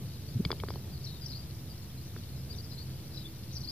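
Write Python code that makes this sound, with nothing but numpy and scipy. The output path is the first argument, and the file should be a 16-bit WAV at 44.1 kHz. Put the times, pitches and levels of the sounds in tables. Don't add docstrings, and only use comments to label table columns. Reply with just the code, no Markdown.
import sys
import numpy as np
from scipy import signal
from scipy.fft import rfft, irfft
from scipy.io import wavfile

SR = 44100
rng = np.random.default_rng(int(sys.argv[2]) if len(sys.argv) > 2 else 0)


def dump_mix(stems):
    frames = np.atleast_2d(stems).T
    limited = np.clip(frames, -1, 1)
    pcm = np.round(limited * 32767).astype(np.int16)
    wavfile.write(sys.argv[1], SR, pcm)


N = 163611

# t/s, level/dB
WIND_LEVEL = [(0, -40.5), (.15, -44), (.45, -39.5), (.8, -41), (1.2, -44), (1.6, -43.5), (1.9, -45),
              (2.2, -44), (2.5, -42.5), (2.8, -43), (3.0, -42), (3.3, -44.5), (3.71, -44.5)]
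# f/Hz, relative level/dB
RUMBLE_COLOUR = [(30, -46), (45, -40), (62, -0.5), (102, -1), (140, -3), (300, -16.5), (560, -25),
                 (1500, -49)]
# f/Hz, width/Hz, level/dB
FAR_HUM = [(132, 5.8, -48.5), (328.4, 5.5, -63)]
# f/Hz, relative level/dB
HISS_SHARED = [(700, 7.5), (1600, 4.5), (3000, 5), (5500, 1), (7000, -5), (8800, -6), (11500, 3),
               (15500, 1.5)]
# f/Hz, relative level/dB
HISS_OPPOSITE = [(400, 3), (1000, -11), (3000, -7), (5500, -1), (7500, -6.5), (11500, 1), (15500, 1.5)]
# t/s, length/s, start f/Hz, middle f/Hz, end f/Hz, level before wavering/dB
BIRD_NOTES = [(.125, 0.054, 5000, 3980, 3680, -63.5), (.28, 0.023, 4400, 4750, 5330, -57.5),
              (.682, 0.015, 4570, 4670, 5300, -50), (.702, 0.014, 5730, 4900, 4030, -52),
              (.753, 0.015, 4470, 4410, 4260, -53.5), (.915, 0.068, 4900, 4470, 3700, -59.5),
              (1.036, 0.023, 3850, 5180, 6150, -52), (1.052, 0.033, 4810, 4070, 3760, -48.5),
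              (1.062, 0.032, 4200, 4380, 4300, -53), (1.11, 0.043, 3990, 3810, 3860, -55.5),
              (1.155, 0.019, 3780, 3630, 3740, -60), (1.21, .05, 5150, 4750, 4800, -52),
              (1.252, .028, 5900, 5350, 3900, -50), (1.27, .02, 5700, 5300, 4700, -56),
              (1.29, .03, 3800, 4950, 3900, -47.5), (1.326, .018, 3800, 4200, 4900, -47),
              (1.342, .035, 4100, 4700, 5000, -50), (1.372, 0.052, 4850, 4740, 4720, -56),
              (1.685, 0.043, 4970, 4800, 4300, -58.5), (1.975, 0.015, 3950, 4120, 4300, -60.5),
              (2.325, 0.02, 4080, 4180, 4300, -59.5), (2.37, 0.035, 5100, 5150, 4650, -59),
              (2.498, .032, 4500, 4750, 5150, -50), (2.527, .03, 4600, 3750, 3750, -59),
              (2.558, .012, 5600, 5900, 6100, -59), (2.582, 0.0074, 4960, 4750, 4480, -45),
              (2.622, 0.039, 5240, 5150, 4250, -57), (2.69, 0.06, 5470, 4870, 4900, -58),
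              (2.713, .018, 3800, 4150, 4350, -54), (2.765, .036, 3900, 4350, 5100, -54),
              (2.78, .045, 3950, 4400, 4700, -55), (3.136, .022, 4300, 4900, 5700, -56),
              (3.15, .018, 5500, 4900, 4300, -54), (3.158, .016, 5600, 4900, 4200, -53),
              (3.165, .03, 4200, 3950, 4200, -50), (3.175, 0.047, 5050, 5000, 4900, -58),
              (3.2, .04, 3840, 3830, 3760, -58), (3.235, .045, 3560, 3490, 3620, -55),
              (3.28, 0.018, 4500, 4430, 4750, -62), (3.521, .016, 4000, 5800, 6050, -55),
              (3.534, .016, 4300, 5900, 6000, -53), (3.55, .027, 5900, 5000, 4050, -48),
              (3.558, .016, 5600, 5700, 5200, -49), (3.576, .012, 5000, 4800, 4800, -55),
              (3.605, .013, 5900, 5400, 4000, -51), (3.617, 0.021, 5840, 5680, 5470, -64),
              (3.631, 0.03, 3860, 4600, 5080, -48), (3.654, 0.0073, 4830, 5070, 5050, -55),
              (3.673, 0.039, 4070, 4920, 4970, -43.5)]
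# t/s, length/s, f/Hz, main tone level/dB, lateness of peak (0-1)
EDGE_BUMPS = [(0.349, 0.035, 115, -23.5, 0.17), (0.389, 0.023, 190, -21, 0.8),
              (0.4598, 0.0114, 117, -23.5, 0.04)]
# t/s, knock on the bottom level/dB, knock f/Hz, wall ring level/dB,
# wall brightness/(dB per octave), wall detuning/%
CUP_BOUNCES = [(.4503, -32, 1200, -20.5, -4, 0.5), (.5048, -23.5, 1110, -38, -10, 2),
               (.5158, -27.5, 1700, -24, 8, 3), (.528, -29, 980, -46, 5, -6),
               (.6, -46, 1200, -32.5, -7.5, -1), (.6364, -26, 1050, -49, -4, 8),
               (.6858, -32.5, 1530, -38, 12, -2), (.7046, -30, 960, -42, -4, 2),
               (.738, -47, 1300, -43, 4, -2.5), (.758, -36.5, 870, -50, 0, -6)]
TURF_CLICKS = [(2.1639, -36, 1500, -60, -8, 0)]
# f/Hz, level relative to the contact/dB, decay setting/s (see swell)
WALL_TONES = [(2187, -13, 0.0087), (3280, -7, 0.01), (3760, -14.5, 0.0033), (4230, -10, 0.0026),
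              (4800, -10.5, 0.0072), (6500, -44, .003)]
# f/Hz, level relative to the knock/dB, decay setting/s (see swell)
CUP_AIR = (398, -4.5, 0.01)

RUMBLE_WIDTH_DB = -17.5
HISS_SHARED_DB, HISS_OPPOSITE_DB = -57, -52.5
WHINE_HZ, WHINE_DB = 12897, -78
CHORUS_DB, CHORUS_HZ = -72, 4390
CHORUS_SPREAD, CHORUS_S = 0.14, 0.0161
WARBLE_DB, WARBLE_HZ = 3.5, 200
ECHO_T60_S, ECHO_DB, SHIMMER_HZ = .17, -4, 80
ECHO_APART = 1
PORT_CORNER_HZ = 3240
BUMP_OVERTONE = 0.22
STRIKE_SPREAD_DB = 1.5
TICK_DB = -3
KNOCK_CYCLES = 3.3
CHATTER_S, CHATTER_DB = 0.00168, -4.5
OFFSET = 0.0022
CUTOFF_HZ = 16100


def undb(db):
    return 10 ** (np.asarray(db) / 20)


def rms_one(x):
    return x / np.sqrt(np.mean(x ** 2) + 1e-20)


def drift(rate):
    r = np.exp(-80 * np.pi * rate / SR)
    noise = rng.standard_normal(N // 40 + 2002)
    slow = signal.lfilter([1], [1, -2 * r, r * r], noise)[2000:]
    return np.interp(np.arange(N) / 40, np.arange(len(slow)), rms_one(slow))


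def ring(clicks, hz, t60):
    r, w = undb(-60 / (t60 * SR)), 2 * np.pi * hz / SR
    return signal.lfilter([0, np.sin(w)], [1, -2 * r * np.cos(w), r * r], clicks + 1e-18)


def coloured(points):
    hz, db = np.transpose(points)
    log_f = np.log(np.arange(N // 2 + 1) * SR / N + 1)
    shape = np.interp(log_f, np.log(hz), db)
    shape -= 30 * np.maximum(np.log(hz[0]) - log_f, 0)
    return rms_one(irfft(rfft(rng.standard_normal(N)) * undb(shape), N))


def ports(x, pan_db, lag_s):
    f = np.arange(N // 2 + 1) * SR / N
    tilt = undb(pan_db / 2 * f ** 2 / (f ** 2 + PORT_CORNER_HZ ** 2))
    spectrum = rfft(x)
    left = irfft(spectrum * tilt, N)
    right = irfft(spectrum / tilt * np.exp(-2j * np.pi * f * lag_s), N)
    return np.array([left, right])


def swell(t, hz, db, decay_s):
    u = t * np.log(1000) / decay_s
    return undb(db) * np.e * u * np.exp(-u) * np.sin(2 * np.pi * hz * t)


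def wind():
    s, db = np.transpose(WIND_LEVEL)
    level = undb(np.interp(np.arange(N) / SR, s, db) + 0.5 * drift(31))
    shared = level * coloured(RUMBLE_COLOUR)
    opposite = level * undb(RUMBLE_WIDTH_DB) * coloured(RUMBLE_COLOUR)
    return shared + opposite * [[1], [-1]]


def hum():
    out = np.zeros(N)
    for hz, width_hz, db in FAR_HUM:
        t60 = np.log(1000) / np.pi / width_hz
        out += undb(db) * rms_one(ring(rng.standard_normal(N), hz, t60))
    return out


def hiss():
    whine = undb(WHINE_DB) * np.sin(2 * np.pi * WHINE_HZ * np.arange(N) / SR)
    shared = undb(HISS_SHARED_DB) * coloured(HISS_SHARED)
    opposite = undb(HISS_OPPOSITE_DB) * coloured(HISS_OPPOSITE)
    return shared + whine + opposite * [[1], [-1]]


def chorus():
    count = int(400 * N / SR)
    u, g = rng.random((count, 2)), rng.standard_normal((count, 4))
    start = u[:, 0] * N / SR
    length = CHORUS_S * (.5 + u[:, 1])
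    hz = CHORUS_HZ * np.exp(CHORUS_SPREAD * (g[:, :1] + .5 * g[:, 1:]))
    level = CHORUS_DB + g[:, 3]
    return np.column_stack([start, length, hz, level])


def birds(notes, pan_db, lag_s):
    out = np.zeros(N + SR)
    for s, length, a_hz, b_hz, c_hz, db in notes:
        u = np.arange(int(length * SR)) / (length * SR)
        hz = 2 * a_hz * (u - .5) * (u - 1) - 4 * b_hz * u * (u - 1) + 2 * c_hz * u * (u - .5)
        whistle = np.sqrt(np.sin(np.pi * u)) * np.sin(2 * np.pi * np.cumsum(hz) / SR)
        i = int(s * SR)
        out[i:i + len(u)] += undb(db) * np.sqrt(2) * whistle
    out = out[:N] * undb(WARBLE_DB * drift(WARBLE_HZ))
    t = np.arange(SR // 4) / SR
    echoes = rng.standard_normal((3, len(t))) * undb(-60 * t / ECHO_T60_S)
    blurs = []
    for echo in echoes:
        blur = signal.fftconvolve(out, echo / np.linalg.norm(echo))[:N]
        blurs.append(drift(SHIMMER_HZ) * blur)
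    shared, left, right = blurs
    apart = ECHO_APART * np.array([left, right]) * undb([[pan_db / 4], [-pan_db / 4]])
    return ports(out + undb(ECHO_DB) * shared, pan_db, lag_s) + undb(ECHO_DB) * apart


def bumps():
    out, t = np.zeros(N), np.arange(N) / SR
    for s, length, hz, db, late in EDGE_BUMPS:
        u = np.clip((t - s) / length, 0, 1)
        phase = 2 * np.pi * hz * (t - s)
        envelope = np.sin(np.pi * u ** (.5 + 2 * late))
        out += undb(db) * envelope * (np.sin(phase) - BUMP_OVERTONE * np.cos(2 * phase))
    return out


def strikes(rows):
    out, tick, t = np.zeros(N), np.zeros(N), np.arange(SR // 25) / SR
    luck = rng.normal(0, 1, (len(rows), 2, len(WALL_TONES))) * STRIKE_SPREAD_DB
    air_hz, air_db, air_decay = CUP_AIR
    for (s, knock_db, knock_hz, ring_db, tilt_db, detune), luck_db in zip(rows, luck):
        i = int(s * SR)
        knock = swell(t, knock_hz, knock_db, KNOCK_CYCLES / knock_hz)
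        air = swell(t, air_hz, knock_db + air_db, air_decay)
        out[i:i + len(t)] += knock - air
        touches = [(i, ring_db), (i + int(CHATTER_S * SR), ring_db + CHATTER_DB)]
        for (j, touch_db), own_db in zip(touches, luck_db):
            tick[j] = undb(touch_db + TICK_DB)
            for k, (hz, db, decay_s) in enumerate(WALL_TONES):
                bright_db = tilt_db * np.log2(hz / WALL_TONES[1][0])
                tone_db = touch_db + db + bright_db + own_db[k]
                tone = swell(t, hz * (1 + detune / 100), tone_db, decay_s)
                out[j:j + len(t)] -= (-1) ** k * tone
    band = signal.butter(2, [1200, 6500], "band", fs=SR, output="sos")
    return out + signal.sosfilt(band, tick)


def scene():
    background = wind() + hum() + hiss()
    far = birds(chorus(), pan_db=16.0, lag_s=9e-5)
    near = birds(BIRD_NOTES, pan_db=12.0, lag_s=6e-5)
    ball = bumps() + ports(strikes(CUP_BOUNCES + TURF_CLICKS), pan_db=8.0, lag_s=3.5e-5)
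    return background + far + near + ball


def record(dry):
    return signal.sosfilt(signal.cheby2(14, 70, CUTOFF_HZ, fs=SR, output="sos"), dry + OFFSET)


dry = scene()
out = record(dry)
dump_mix(out)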